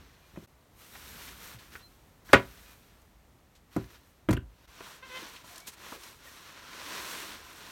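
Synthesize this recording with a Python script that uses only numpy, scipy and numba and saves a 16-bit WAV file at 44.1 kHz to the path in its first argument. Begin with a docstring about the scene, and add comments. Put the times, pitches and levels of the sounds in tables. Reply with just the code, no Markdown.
"""Gloved hands turn rough boards and set them down on a plank bench in a plastic-skinned greenhouse.
From the start still air hisses over a far rumble, gloves rub on the wood and nylon sleeves swish.
A bird soon peeps outside as sliding, nearly pure tones; then knocks ring the board, bench and frame, with scuffs.
The level dips briefly near half a second and again after 4.6 s; from 5 s a glove squeaks twice on the wood.
Noise makes the air, rubs and scuffs, fading tones the knocks, a stack of partials the squeak."""
import sys
import numpy as np
from scipy import signal
from scipy.fft import rfft, irfft, next_fast_len
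from scipy.io import wavfile
from scipy.ndimage import uniform_filter1d
from numba import njit

SR = 44100
rng = np.random.default_rng(int(sys.argv[2]) if len(sys.argv) > 2 else 0)


def voltage_ratio(decibels):
    """Convert decibels (scalar or array-like) to amplitude ratios, 20 dB per decade."""
    exponent = np.asarray(decibels, float) / 20
    return 10 ** exponent


def put_to_file(sound):
    """Save the sound as 16-bit audio at rate SR, in the file named by the first command-line argument."""
    columns = np.atleast_2d(sound).T  # one column per channel
    safe = np.clip(columns, -1, 1)
    whole_steps = np.round(safe * 32767)
    wavfile.write(sys.argv[1], SR, whole_steps.astype(np.int16))


N = 340055  # length in samples
T = np.arange(N) / SR  # time in seconds


def level(x, db):
    """Scale to an rms level."""
    return x * voltage_ratio(db) / np.sqrt(np.mean(x ** 2))


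def colour(x, points):
    """Shape the spectrum by (f/Hz, level/dB) points joined on a log frequency axis."""
    size = next_fast_len(len(x))
    hz, db = np.transpose(points)
    bin_hz = np.arange(size // 2 + 1) * SR / size
    gain = voltage_ratio(np.interp(np.log(bin_hz + 1), np.log(hz), db))
    return irfft(rfft(x, size) * gain, size)[:len(x)]


def band(x, hz, width_hz):
    """Two-pole resonance, gain 1 at the centre."""
    return signal.lfilter(*signal.iirpeak(hz, hz / width_hz, fs=SR), x)


def walk(rate):
    """Random wander: levels held for 1 / rate seconds, then smoothed twice."""
    hold = int(SR / rate)
    steps = np.repeat(rng.standard_normal(N // hold + 1), hold)
    return 0.83 * uniform_filter1d(uniform_filter1d(steps, hold), hold)[:N]


def fibres(rate, spread_db, bed):
    """Fibres that catch and let go: dense clicks of uneven size (rate per second) over a smooth bed."""
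    size_db = spread_db * np.minimum(rng.exponential(size=N), 4)
    clicks = (rng.random(N) < rate / SR) * voltage_ratio(size_db) * rng.standard_normal(N)
    return level(clicks, 0) + bed * rng.standard_normal(N)


# balance of the air's hiss from low to high: f/Hz, level/dB (per Hz, relative)
AIR_COLOUR = [(15, -44.5), (25, -8), (58, -5.5), (165, -14), (222, -19), (307, -18), (425, -19.5),
              (486, -19.5), (1040, -23), (1680, -27.5), (1870, -26.5), (2730, -31), (15800, -39)]


def air_hiss():
    """Still air: smooth noise whose level drifts slowly."""
    return level(colour(rng.standard_normal(N), AIR_COLOUR), -62) * voltage_ratio(.7 * walk(1.0))


# course of the far rumble: t/s, level/dB (before an overall 2.1 dB cut and a random wander)
RUMBLE_COURSE = [(0.0, -53), (0.4, -83), (0.71, -61.5), (1.33, -56), (1.9, -65.5), (2.7, -60.5), (3.3, -66),
                 (4.6, -66), (4.9, -71), (6.5, -75), (6.96, -70), (7.45, -67), (7.71, -62)]


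def far_rumble():
    """Low noise that wanders in level."""
    low = colour(rng.standard_normal(N), [(20, -31.5), (45, -5.5), (62, 3.5), (120, -9),
                                          (250, -8), (500, -26), (2000, -65)])
    wander_db = np.interp(T, *np.transpose(RUMBLE_COURSE)) + 2.2 * walk(9)
    return level(low, -2.1) * voltage_ratio(wander_db)


# notes of the board, rubbed here and struck in knocks(): f/Hz, level/dB (relative),
# t60/s (time to fade by 60 dB when free)
BOARD_MODES = [(292, -6, .17), (387, -5, .15), (554, -7, .11), (680, -4, .12), (790, -11, .09),
               (982, -1, .13), (1176, -7, .11), (1262, -8, .1), (1402, -3, .11), (1420, 4, .02),
               (1474, -7, .1), (1538, -8, .1), (1689, -5, .09), (1894, -3, .075), (2112, -5, .075),
               (2428, -8, .065), (2600, -11, .065), (2830, -11, .06), (3250, -12, .06), (3700, -17, .06),
               (4500, -18, .06)]
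# balance of glove on wood: f/Hz, level/dB (per Hz, relative)
GLOVE_COLOUR = [(88, -47), (150, -7), (349, -4.5), (442, -6), (583, -7.5), (781, -9), (1050, -3),
                (1210, -4), (2480, -5), (4220, -6), (4980, -9), (5660, -7), (12000, -36), (15600, -44),
                (22000, -120)]


def glove_rub():
    """A glove drags over rough wood and wakes the notes of the held board."""
    widen, ring_db = 3.5, -13.5
    held_hz, held_width_hz, held_db = 1040, 53, -18  # the lifted board's clearest rubbed note
    drag = fibres(5000, spread_db=2, bed=1.1)
    modes = np.zeros(N)
    for hz, db, t60 in BOARD_MODES:
        # a faster fade means a wider note; in the hand it is wider still
        width_hz = widen * np.log(1000) / (np.pi * t60)
        # each note swells as the grip shifts
        modes += level(band(drag, hz, width_hz), db) * voltage_ratio(5 * walk(9))
    rub = (level(colour(drag, GLOVE_COLOUR), 0) + level(modes, ring_db)) * voltage_ratio(walk(40))
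    # the held note joins from the second dip on
    return rub + level(band(drag, held_hz, held_width_hz), held_db) * (T > DIPS[1][0])


# balance of the nylon sleeve: f/Hz, level/dB (per Hz, relative)
SLEEVE_COLOUR = [(1500, -36), (3000, -9.5), (6000, -2), (8500, -0.5), (12000, -3.5), (15800, -6.5)]


def sleeve_swish():
    """Nylon threads catch and slip as bright noise; the top is stronger until the second dip."""
    sheen_db = 4
    swish = fibres(7000, spread_db=2, bed=.9)
    sleeve = level(colour(swish, SLEEVE_COLOUR), 0) * voltage_ratio(walk(30))
    sheen = colour(sleeve, [(8000, -20), (12000, 0)])
    return sleeve + (voltage_ratio(sheen_db) - 1) * sheen * (T < DIPS[1][0])


# one list for each movement: t/s, glove level/dB, sleeve level/dB (before flutter and treble changes)
HAND_MOVES = [
    [(0.0, -61, -75), (0.156, -66, -77), (0.34, -67, -72.5), (0.448, -62, -66.5), (0.46, -73, -77)],
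    [(0.72, -90, -84), (0.794, -61, -60.5), (0.898, -60.5, -61), (0.942, -55, -57), (1.276, -51, -53.5),
     (1.364, -57, -60.5), (1.444, -51.5, -52), (1.546, -54, -58), (1.57, -59.5, -65)],
    [(1.6, -57.5, -64), (1.702, -64, -67), (1.738, -51, -59), (1.782, -63, -63), (1.814, -56, -69),
     (1.846, -72, -71), (2.086, -74, -77), (2.152, -89, -81)],
    [(2.26, -63.5, -65), (2.318, -52.5, -61.5), (2.47, -59, -63), (2.734, -61, -64.5), (2.754, -66, -68),
     (2.962, -69, -75), (3.1, -79.5, -81)],
    [(3.7, -77.5, -83.5), (3.725, -61.5, -68), (3.76, -55, -65), (3.876, -64.5, -69.5), (3.952, -57, -65.5),
     (4.002, -70, -75), (4.098, -73, -72.5), (4.25, -80, -87.5)],
    [(4.5, -77, -86), (4.6, -70, -78.5), (4.69, -60.5, -67), (4.86, -51.5, -57), (4.96, -55, -59),
     (5.01, -62, -72.5), (5.08, -55, -62.5), (5.19, -46, -54.5), (5.37, -54, -60.5), (5.42, -59.5, -64)],
    [(5.45, -56, -58.5), (5.52, -54, -54.5), (5.58, -55, -57.5), (5.655, -61.5, -67), (5.685, -50, -48.5),
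     (5.71, -61.5, -64), (5.74, -53, -54), (5.76, -63, -69)],
    [(5.78, -58, -62), (5.85, -50.5, -56), (5.95, -49, -52.5), (5.98, -56, -58), (6.07, -51.5, -54.5),
     (6.18, -65, -65)],
    [(6.2, -61.5, -70), (6.26, -55.5, -56.5), (6.62, -52.5, -63), (6.93, -42.5, -49), (7.1, -42.5, -46),
     (7.2, -44, -48.5), (7.32, -46.5, -53), (7.42, -54, -59.5), (7.71, -51.5, -55.5)],
]


def hands():
    """Each movement raises rub and swish; the rub brightens as the sleeve comes up against it."""
    bright_per_db, bright_gap_db = 0.12, -2
    glove, sleeve = glove_rub(), sleeve_swish()
    dull = colour(glove, [(1800, 0), (3200, -30)])
    out = np.zeros(N)
    for move in HAND_MOVES:
        s, *columns = np.transpose(move)
        glove_db, sleeve_db = (np.interp(T, s, c) for c in columns)
        bright_db = np.clip(bright_per_db * (sleeve_db - glove_db - bright_gap_db), -8, 6)
        # 18 ms fade-in, 30 ms fade-out, outside the listed times
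        fade = np.clip(np.minimum((T - s[0]) / 0.018, (s[-1] - T) / .03) + 1, 0, 1)
        rub = dull + voltage_ratio(bright_db) * (glove - dull)
        out += fade * (voltage_ratio(glove_db) * rub + voltage_ratio(sleeve_db) * sleeve)
    return out


# thin whistles from outside: start t/s, end t/s, from f/Hz, to f/Hz, peak level/dB (before echo)
BIRD_PEEPS = [(0.213, .29, 2380, 2430, -66), (1.823, 1.882, 4135, 4100, -54.5),
              (2.63, 2.76, 2520, 2400, -66), (5.597, 5.67, 2210, 2310, -59)]


def peeps():
    """Nearly pure tones that slide and waver a little, swelling and fading."""
    out = np.zeros(N)
    for start, end, from_hz, to_hz, db in BIRD_PEEPS:
        progress = np.clip((T - start) / (end - start), 0, 1)
        hz = (from_hz + (to_hz - from_hz) * progress) * (1 + 0.0021 * walk(60))
        swell = np.sin(np.pi * progress) ** 0.54
        out += voltage_ratio(db) * swell * np.sin(2 * np.pi * np.cumsum(hz) / SR)
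    return out


@njit
def walls(x, lags, gain, damp):
    """Echo: eight delay lines that feed each other, duller on every round."""
    line, soft, out = np.zeros((8, 4096)), np.zeros(8), np.zeros(len(x))
    for i in range(len(x)):
        total = 0.
        for k in range(8):
            soft[k] += (1 - damp) * (gain[k] * line[k, (i - lags[k]) & 4095] - soft[k])
            total += soft[k]
            out[i] += soft[k] * (1 - 2 * (k % 2))
        for k in range(8):
            line[k, i & 4095] = x[i] + soft[k] - total / 4
    return out


def ring(modes, t, free):
    """Fading notes; each blow wakes them unevenly (2 dB scatter), neighbours in opposite sense."""
    hz, db, t60 = np.transpose(modes)[:, :, None]
    chance = rng.standard_normal((len(modes), 1))
    sense = (-1.) ** np.arange(len(modes))[:, None]
    fade = voltage_ratio(db + 2 * chance - 60 * t / (free * t60))
    return np.sum(sense * fade * np.sin(2 * np.pi * hz * t), axis=0)


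def struck(sound, contact_s, peak_db):
    """A softer contact pushes for longer and dulls the ring; the peak is then set."""
    t = T[:len(sound)]
    push = t * np.exp(-t / contact_s)
    sound = signal.fftconvolve(sound, push)[:len(sound)]
    return sound * voltage_ratio(peak_db) / np.abs(sound).max()


# blows: t/s, board peak level/dB, bench peak level/dB, frame peak level/dB (before bass cut and echo),
# contact/ms (how long the push on board and bench takes to peak)
BLOWS = [(0.336, -59, -49, -48, 1), (0.36, -43.5, -64, -60, 0.08), (0.373, -35, -30.5, -50, 0.61),
         (0.422, -58, -47, -50, 0.59), (1.545, -53, -43, -42.5, 2), (1.753, -37, -52, -51, 0.043),
         (2.297, -41, -42.5, -50, 0.24), (2.332, 1, -25.5, -46.5, 0.043), (2.3367, -8, -19, -21.5, 0.12),
         (3.7637, -21, -18, -30.5, 0.2), (3.84, -50.5, -57, -47, 0.058), (3.905, -48, -55.5, -60, 0.036),
         (4.2878, -19, -14.5, -28, 0.083), (4.296, -38, -15.5, -18.5, 1.17),
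         (4.308, -23.5, -40.5, -26, 0.071), (4.329, -24, -23.5, -28, 0.033), (4.369, -43, -29.5, -25, 0.1),
         (4.807, -33.5, -53, -67, 0.089), (5.443, -42, -47, -60, 0.28), (5.921, -37, -56, -68, 0.25)]
# notes of the bench: f/Hz, level/dB (relative), t60/s when free
BENCH_MODES = [(157.3, -6, 0.18), (200.5, -0.5, 0.13), (249.2, -2.5, 0.13), (301, 5, 0.13),
               (382, -2.5, 0.27), (473, -7, .09), (600, -14, 0.09)]
# notes of the posts and rails under the bench: f/Hz, level/dB (relative), t60/s when free
FRAME_MODES = [(63.4, -1, 0.17), (90, -6, 0.26), (115.4, 1, 0.25), (144, -1.5, .2)]
# loose planks rattle with every blow, too many notes to tell apart: f/Hz, level/dB (per Hz, relative)
RATTLE_COLOUR = [(100, -26.5), (300, -6), (1200, -8), (2500, -7.5), (4000, -15.5), (8000, -22),
                 (16000, -29)]


def knocks():
    """Each blow rings board, bench and frame, cracks briefly and rattles loose planks."""
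    # a hard blow jolts the wood out of the grip and it rings its full time; a weaker one is damped sooner
    free_above_db, damped_span_db, gripped_share = -8, 25, .22
    rattle_db, rattle_t60_s = -15, .12
    crack_db, crack_t60_s = -13, 0.068
    out, t = np.zeros(N + SR), T[:SR // 2]
    for s, board_db, bench_db, frame_db, contact_ms in BLOWS:
        hardest_db = max(board_db, bench_db, frame_db)
        free = np.clip(1 + (hardest_db - free_above_db) / damped_span_db, gripped_share, 1)
        board = ring(BOARD_MODES, t, free)
        shake = level(colour(rng.standard_normal(len(t)), RATTLE_COLOUR), 0)
        rattle_fade = voltage_ratio(rattle_db - 60 * t / (free * rattle_t60_s))
        crack_fade = voltage_ratio(crack_db - 60 * t / crack_t60_s)
        shake = shake * (rattle_fade + crack_fade)
        sound = struck(board / np.abs(board).max() + shake, contact_ms / 1000, board_db)
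        sound += struck(ring(BENCH_MODES, t, free), contact_ms / 1000, bench_db)
        # the blow reaches the heavy frame as a slow push, and a hand damps it less
        sound += struck(ring(FRAME_MODES, t, np.sqrt(free)), .0015, frame_db)
        out[int(s * SR):int(s * SR) + len(t)] += sound
    # bass below about 45 Hz is cut from all the blows
    return signal.sosfilt(signal.butter(2, 45, 'high', fs=SR, output='sos'), out[:N])


def shudder():
    """Ground and skin shake on as low noise that fades after each blow to the frame."""
    hz, width_hz, below_frame_db, t60_s = 60, 23, -18, 0.68
    power = np.zeros(N)
    for s, board_db, bench_db, frame_db, contact_ms in BLOWS:
        fade_db = frame_db + below_frame_db - 60 * np.abs(T - s) / t60_s
        power += (T > s) * voltage_ratio(fade_db) ** 2
    shake = band(band(rng.standard_normal(N), hz, width_hz), hz, width_hz)
    return level(shake, 0) * np.sqrt(uniform_filter1d(power, 900))


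# short bursts of banded noise, scuffs of glove and cloth and the treble crack of some knocks: t/s, level/dB (at
# the loudest point, before echo), fall/s, # centre f/Hz, width f/Hz (of the band, before widening)
SCUFF_EVENTS = [(.365, -58, 0.0077, 2480, 250), (0.954, -47.5, 0.0069, 1110, 1200),
                (1.28, -49.5, 0.012, 2490, 2500), (1.59, -54.5, 0.012, 3000, 3000),
                (1.755, -42, 0.008, 1550, 497), (2.292, -49.5, 0.015, 1680, 500),
                (2.332, -29, 0.0062, 7040, 9000), (3.017, -65.5, 0.0058, 9000, 9010),
                (3.555, -62, 0.017, 3500, 6040), (3.843, -58.5, 0.0043, 3000, 3500),
                (3.905, -59.5, 0.0022, 5000, 8000), (4.808, -57, 0.0036, 1500, 2500),
                (3.765, -47, 0.0049, 6750, 9180), (4.29, -46.5, 0.0055, 8000, 9160),
                (4.309, -37.5, 0.006, 5900, 6980), (4.33, -40.5, 0.0069, 6650, 8970),
                (4.368, -41, 0.005, 2800, 500), (4.371, -51.5, 0.003, 9000, 8970),
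                (4.373, -38.5, 0.0046, 1560, 300), (4.842, -53.5, .008, 3000, 2500),
                (4.909, -50, .006, 1000, 900), (4.861, -47.5, 0.014, 1140, 400),
                (5.224, -48.5, 0.012, 260, 120), (5.337, -52, .002, 12010, 9000),
                (5.362, -50.5, 0.012, 2950, 3020), (5.53, -61, 0.086, 700, 70),
                (5.559, -47, .005, 5000, 6025), (5.565, -56, .02, 1690, 90),
                (5.58, -43, 0.0034, 7000, 6040), (5.602, -50, 0.0042, 6000, 6000),
                (5.674, -41.5, 0.016, 6000, 9000), (5.922, -41, 0.0051, 1110, 350),
                (5.935, -49.5, 0.028, 443, 150.2), (6.035, -47.5, 0.0069, 5000, 6000),
                (6.27, -57, 0.029, 1860, 60), (6.5, -50, 0.0043, 1200, 600),
                (6.732, -44.5, .004, 2000, 2000)]


def scuffs():
    """Brief scrapes and cracks of banded noise that swell fast and die within moments."""
    rise_share, widen = 0.19, 1.3  # rise as a share of the fall
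    out, grit = np.zeros(N), fibres(9000, spread_db=1.5, bed=.9)
    for s, db, fall_s, hz, width_hz in SCUFF_EVENTS:
        near = slice(int((s - .05) * SR), int((s + 0.11) * SR))
        t = T[near] - s
        shape = np.exp(-.5 * (t / np.where(t < 0, rise_share * fall_s, fall_s)) ** 2)
        scrape = band(band(grit[near], hz, widen * width_hz), hz, widen * width_hz)
        out[near] += shape * level(scrape, db)
    return out


# brief dips of the whole sound: t/s, half length/s, level/dB
DIPS = [(.467, 0.0059, -22), (4.668, 0.0088, -12.5)]


def dips():
    """Gain that drops and recovers smoothly at each dip."""
    return voltage_ratio(sum(db * np.exp(-((T - s) / half_s) ** 4) for s, half_s, db in DIPS))


# rubber glove squeaking on wood: start t/s, loudest t/s, end t/s, slip rate f/Hz,
# level/dB (at the loudest point, before echo)
GLOVE_SQUEAKS = [(5.024, 5.03, 5.085, 519, -46.5), (5.095, 5.168, 5.205, 505, -41)]


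def squeak():
    """Stick and slip at a wavering rate: a stack of partials, each fluttering on its own."""
    edge_db = -12  # at both ends, against the loudest point
    best, below_db, above_db = 4.4, 0.5, 4  # strongest partial; loss per partial below and above it
    times, rates, gain = [], [], np.zeros(N)
    for start, top, end, rate, db in GLOVE_SQUEAKS:
        times += [start, end]
        rates += [rate, rate]
        swell_db = np.interp(T, [start, top, end], [edge_db, 0, edge_db])
        gain += voltage_ratio(db + swell_db) * (T > start) * (T < end)
    waver = 1 + .022 * walk(300) + .012 * walk(40)
    phase = 2 * np.pi * np.cumsum(np.interp(T, times, rates) * waver) / SR
    stack = np.zeros(N)
    for k in range(1, 13):
        loss_db = max(above_db * (k - best), below_db * (best - k))
        stack += voltage_ratio(3.5 * walk(60) - loss_db) * np.sin(k * phase + k * k)
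    return level(stack, 0) * gain


def scene():
    """Brief sounds with the short echo of the greenhouse, over the hands and the outdoors."""
    room_t60_s, room_damp, room_db = 0.2, .3, -20
    near = peeps() + knocks() + scuffs() + squeak()
    lags = np.array([211, 293, 379, 457, 563, 677, 809, 941])  # samples
    # the tiny offset keeps the echo's arithmetic away from extremely small numbers
    echo = walls(near + 1e-18, lags, voltage_ratio(-60 * lags / SR / room_t60_s), room_damp)
    outdoors = air_hiss() + far_rumble() + shudder()
    return (near + voltage_ratio(room_db) * echo + hands() + outdoors)[None]


# colour of the microphone behind its port: f/Hz, level/dB
MIC_COLOUR = [(20, -14), (45, 0), (4200, 0.5), (4950, -1.5), (5800, 0), (9000, -0.5), (10500, -2.5),
              (12500, 2.5), (16000, -1.5)]


def microphone(x):
    """The microphone and its port lift some pitches and weaken others."""
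    return colour(x, MIC_COLOUR)


def roll_off(x):
    """The treble ends steeply here."""
    return signal.sosfilt(signal.butter(12, 16430, fs=SR, output="sos"), x)


def record(dry):
    """Microphone colour, the two brief dips, and a limit at full scale."""
    heard = microphone(dry[0])[None] * dips()
    mix = np.clip(heard, -1, 1)
    return roll_off(mix)


dry = scene()
out = record(dry)
put_to_file(out)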